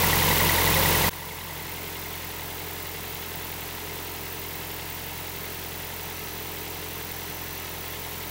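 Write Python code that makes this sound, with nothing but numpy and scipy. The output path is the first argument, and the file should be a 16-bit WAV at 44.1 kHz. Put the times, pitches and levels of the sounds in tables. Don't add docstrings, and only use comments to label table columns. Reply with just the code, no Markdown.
import sys
import numpy as np
from scipy import signal
from scipy.fft import rfft, irfft
from scipy.io import wavfile

SR = 44100
rng = np.random.default_rng(int(sys.argv[2]) if len(sys.argv) > 2 else 0)


def dump(signal):
    limited = np.clip(np.atleast_2d(signal).T, -1, 1)
    pcm = np.round(limited * 32767).astype(np.int16)
    wavfile.write(sys.argv[1], SR, pcm)


N = 366030
TIME = np.arange(N) / SR


def undb(db):
    return 10 ** (np.asarray(db) / 20)


def curve(rows, column=1):
    rows = np.array(rows)
    return np.interp(TIME, rows[:, 0], rows[:, column])


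def unit(x):
    return x / np.sqrt(np.mean(x ** 2))


def walk(rate):
    knots = rng.standard_normal(400)
    return 1.22 * np.interp(TIME * rate, np.arange(len(knots)), knots)


def ring(x, hz, width):
    section = np.concatenate(signal.iirpeak(min(hz, .45 * SR), hz / width, fs=SR))
    return unit(signal.sosfilt([section, section], x))


def tone(cycle, order, lag=.29, spread=.002):
    return np.sqrt(2) * np.cos(2 * np.pi * order * (cycle - lag + spread * order))


def whine(hz, waver_hz=6):
    return np.sqrt(2) * np.sin(2 * np.pi * np.cumsum(hz + waver_hz * walk(25)) / SR)


def rattle(cycle, repeat, size=4064):
    repeat = np.clip(repeat, 0, 1)
    pattern = rng.standard_normal(size)[(cycle * size).astype(int) % size]
    fresh = rng.standard_normal(N)
    return np.sqrt(repeat) * pattern + np.sqrt(1 - repeat) * fresh


def blow(cycle, at, rise, decay, scatter_db, size=1024):
    age = np.arange(size) / size
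    shape = (1 - np.exp(-age / rise)) * np.exp(-age / decay)
    step = ((cycle - at + 2) * size).astype(int)
    strength = undb(scatter_db * rng.standard_normal(size))
    return shape[step % size] * strength[step // size]


def tap(cycle, at, jitter=0.0035, scatter_db=-0.2):
    turns = np.arange(int(cycle[-1]) + 1)
    chance = rng.standard_normal((len(turns), 2))
    index = np.searchsorted(cycle, turns + at + jitter * chance[:, 0])
    inside = (index > 0) & (index < N)
    return np.bincount(index[inside], undb(scatter_db * chance[inside, 1]), N)


# time_s, place (0 funnel - 1 hoses), valve_gear_exposure_db
MICROPHONE = [(0, 0.12, -0.1), (1.35, 0.074, 0.7), (1.75, 0.86, -0.4), (3.5, 1, -0.5), (6.5, 1, -2.5),
              (8.3, 1, -0.2)]


def microphone_place():
    return np.clip(curve(MICROPHONE), 0, 1)


def heard(funnel_db, hoses_db, place):
    return undb(funnel_db) * (1 - place) + undb(hoses_db) * place


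# pitch_hz, funnel_db_per_hz, hoses_db_per_hz
RUSH_COLOUR = [(30, -90, -90), (60, -80, -85), (132, -77.5, -76), (260, -84.5, -80), (452, -73.5, -75.5),
               (750, -80.5, -75.5), (1010, -75.5, -75.5), (1150, -80, -80), (1760, -78, -75.5),
               (3200, -79, -78), (4880, -83, -81.5), (9200, -86.5, -85), (10200, -83.5, -84),
               (15500, -89, -87)]


def rush(cycle, place, repeat_from_hz=480, repeat_below_hz=1700, throb=0.043):
    hz = np.arange(N // 2 + 1) * SR / N + 1
    share = .6 / (1 + (hz / repeat_below_hz) ** 2) / (1 + (repeat_from_hz / hz) ** 4)
    hiss = rng.standard_normal(N) * (1 + throb * np.cos(2 * np.pi * 8 * cycle))
    repeating = np.sqrt(share) * rfft(rattle(cycle, repeat=0.99))
    drive = repeating + np.sqrt(1 - share) * rfft(hiss)
    points, *colours = np.transpose(RUSH_COLOUR)
    at_funnel, at_hoses = (irfft(drive * undb(np.interp(np.log(hz), np.log(points), db)), N)
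                           for db in colours)
    return np.sqrt(SR / 2) * (at_funnel * (1 - place) + at_hoses * place)


# pitch_hz, funnel_db, hoses_db
STEADY_WHINES = [(4062, -67, -61), (10002, -68, -68)]
# funnel_db, hoses_db
THIN_WHINE_DB = (-59, -61.5)
THIN_HZ, THIN_GROWTH_DB_PER_S = 5940, 1.3


def whines(place, waver_db=2):
    steady = sum(heard(funnel_db, hoses_db, place) * whine(hz) for hz, funnel_db, hoses_db in STEADY_WHINES)
    swell_db = waver_db * walk(3) + THIN_GROWTH_DB_PER_S * (TIME - TIME.mean())
    thin = heard(*THIN_WHINE_DB, place) * undb(swell_db) * whine(THIN_HZ)
    return steady + thin


# middle_s, pitch_hz, length_s, level_db
FUNNEL_GULPS = [(0.79, 519, 0.04, -44.5), (1.046, 530, 0.022, -55), (1.27, 512, 0.045, -55)]


def funnel():
    return sum(undb(db) * np.exp(-((TIME - middle) / length) ** 2) * whine(hz, waver_hz=15.0)
               for middle, hz, length, db in FUNNEL_GULPS)


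# multiple_of_shaft_rate, funnel_db, hoses_db
PUMP_TONES = [(3, -50.5, -52), (4, -58.5, -66), (5, -73, -75), (8, -61.5, -59)]
PUMP_HZ = 52.55


def pump(place, waver_hz=0.33, waver=0.072):
    turns = np.cumsum(PUMP_HZ + waver_hz * walk(14)) / SR
    tones = (heard(funnel_db, hoses_db, place) * (1 + waver * walk(20)) * np.sin(2 * np.pi * round(k) * turns)
             for k, funnel_db, hoses_db in PUMP_TONES)
    return np.sqrt(2) * sum(tones)


# opening_place (0-1 of a cycle), relative_opening_db, relative_closing_db
NEEDLES = [(.19, 2.5, 3), (.445, 0.5, 3), (.71, 4.5, 1), (.95, 2.5, 0)]
# pitch_hz, width_hz, funnel_db, hoses_db
LIFT_RING = [(11660, 1400, -56, -52.5), (13620, 580, -50, -49), (13940, 420, -52.5, -51)]
# pitch_hz, width_hz, funnel_db, hoses_db
SEAT_RING = [(15030, 450, -56, -46), (15620, 1100, -44.5, -41.5)]


def injectors(cycle, place, open_for=0.055):
    lift = sum(undb(db) * blow(cycle, at, rise=.012, decay=0.12, scatter_db=.5) for at, db, _ in NEEDLES)
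    seat = sum(undb(db) * blow(cycle, at + open_for, rise=.014, decay=0.052, scatter_db=1.5)
               for at, _, db in NEEDLES)
    out = 0
    for force, modes in ((lift, LIFT_RING), (seat + 0.28 * lift, SEAT_RING)):
        drive = force * rattle(cycle, repeat=0.55)
        out = out + sum(heard(funnel_db, hoses_db, place) * ring(drive, hz, width)
                        for hz, width, funnel_db, hoses_db in modes)
    return out


# place_in_cycle (0-1), ring_hz, width_hz, funnel_db, hoses_db (before exposure)
VALVE_KNOCKS = [(.02, 2020, 350, -59, -56.5), (.065, 906, 460, -60, -57.5), (0.101, 2030, 610, -61, -54.5),
                (.10, 2970, 1620, -59, -54), (.125, 983, 354, -60, -69), (0.188, 3100, 1400, -58, -62),
                (0.329, 2112, 260, -60.5, -55.5), (0.336, 3160, 1810, -76, -54), (.38, 943, 392, -55, -62),
                (.44, 1956, 205, -50, -61), (0.431, 3860, 700, -59, -63), (.475, 894, 396, -61.5, -59),
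                (.57, 880, 443, -62, -57), (0.631, 920, 403, -59, -63), (.755, 2110, 400, -65, -61.5),
                (0.851, 2000, 400, -59, -62), (.87, 986, 348, -56, -59)]


def valves(cycle, place, contact=0.01804, clean_below_hz=400):
    grain = rattle(cycle, repeat=0.55)
    out = 0
    for at, hz, width, funnel_db, hoses_db in VALVE_KNOCKS:
        clean = 1 / (1 + (width / clean_below_hz) ** 4)
        struck = ring(tap(cycle, at + contact), hz, .5 * width)
        force = blow(cycle, at, rise=0.035, decay=0.033, scatter_db=0.5)
        shaken = ring(grain * force, hz, width)
        knock = np.sqrt(clean) * struck + np.sqrt(1 - clean) * shaken
        out = out + heard(funnel_db, hoses_db, place) * knock
    return out * undb(curve(MICROPHONE, column=2))


BRIGHT_HZ, BRIGHT_WIDTH_HZ, BRIGHT_PEAK_DB = 2120, 70, -50.5
BRIGHT_PEAK_S, BRIGHT_RISE_DB_PER_S, BRIGHT_FALL_DB_PER_S = 1.72, 40, 6


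def bright_knock(cycle, at=.45):
    since = TIME - BRIGHT_PEAK_S
    db = BRIGHT_PEAK_DB + np.minimum(BRIGHT_RISE_DB_PER_S * since, -BRIGHT_FALL_DB_PER_S * since)
    return undb(db) * ring(tap(cycle, at), BRIGHT_HZ, BRIGHT_WIDTH_HZ)


# pitch_hz, width_hz, funnel_db, hoses_db
BLOCK_RING = [(164.8, 50, -50.5, -56.5), (213, 48, -59.5, -66.5), (333.6, 25, -58, -60),
              (433, 64, -72, -52), (510, 150, -52.5, -66), (790, 84, -62.5, -57.5), (942, 250, -51, -57),
              (1280, 67, -81, -56), (2154, 130, -54.5, -63.5), (2664, 260, -69, -55.5)]


def block(cycle, place, first=0.058, steady=0.83):
    firings = sum(blow(cycle, first + k / 4, rise=0.027, decay=0.077, scatter_db=4.0) for k in range(4))
    drive = (steady + firings) * rattle(cycle, repeat=0.096)
    return sum(heard(funnel_db, hoses_db, place) * ring(drive, hz, width)
               for hz, width, funnel_db, hoses_db in BLOCK_RING)


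# multiple_of_cycle_rate, funnel_db, hoses_db
STEADY_ORDERS = [(4, -53.5, -53.5), (8, -47, -46), (12, -57, -54.5), (14, -60, -66), (16, -58, -57.5),
                 (20, -62.5, -56.5), (24, -66, -65), (32, -63, -62), (44, -59, -57.5), (52, -63, -64),
                 (56, -68, -60.5), (68, -68, -60), (72, -60, -63), (80, -65, -60.5), (84, -56, -60),
                 (88, -63, -62), (98, -67, -60), (112, -72, -65)]
# multiple_of_cycle_rate, funnel_db, hoses_db
BOOMING_ORDERS = [(28, -57.5, -52.5), (36, -66, -51), (40, -53.5, -53.5)]


def hum(cycle, place, waver=0.016, boom_waver_db=1.3):
    steady = sum(heard(funnel_db, hoses_db, place) * (1 + waver * k ** .5 * walk(9)) * tone(cycle, k)
                 for k, funnel_db, hoses_db in STEADY_ORDERS)
    boom = sum(heard(funnel_db, hoses_db, place) * undb(boom_waver_db * walk(3)) * tone(cycle, round(k))
               for k, funnel_db, hoses_db in BOOMING_ORDERS)
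    return steady + boom


# time_s, speed_rpm
CRANK_SPEED = [(0.0, 1311.0), (0.3, 1330.7), (1.3, 1289.7), (2.0, 1309.3), (2.3, 1287.3), (2.8, 1308.2),
               (3.6, 1291.5), (3.9, 1300.7), (6.0, 1301.5), (6.8, 1295.9), (7.4, 1312.4), (7.7, 1284.8),
               (8.3, 1300.1)]


def crankshaft():
    return .043 + np.cumsum(curve(CRANK_SPEED)) / (2 * 60 * SR)


# start_s, end_s
VOLUME_CUT = (1.092, 1.096)
# time_s, level_db
VOLUME_DIP = [(1.092, 0), (1.0975, -17), (1.104, -10), (1.112, -1.5), (1.125, 0)]
LOUD_DB, LOW_DB = 15, 0.28


def volume():
    return undb(np.interp(TIME, VOLUME_CUT, (LOUD_DB, LOW_DB)) + curve(VOLUME_DIP))


def scene():
    cycle = crankshaft()
    place = microphone_place()
    bay = rush(cycle, place) + whines(place) + funnel() + pump(place)
    bay = bay + injectors(cycle, place) + valves(cycle, place) + bright_knock(cycle)
    bay = bay + block(cycle, place) + hum(cycle, place)
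    return np.tile(bay * volume(), (2, 1))


TOP_HZ = 15750


def record(dry):
    return signal.sosfilt(signal.ellip(12, .2, 80, TOP_HZ, fs=SR, output="sos"), dry)


dry = scene()
out = record(dry)
dump(out)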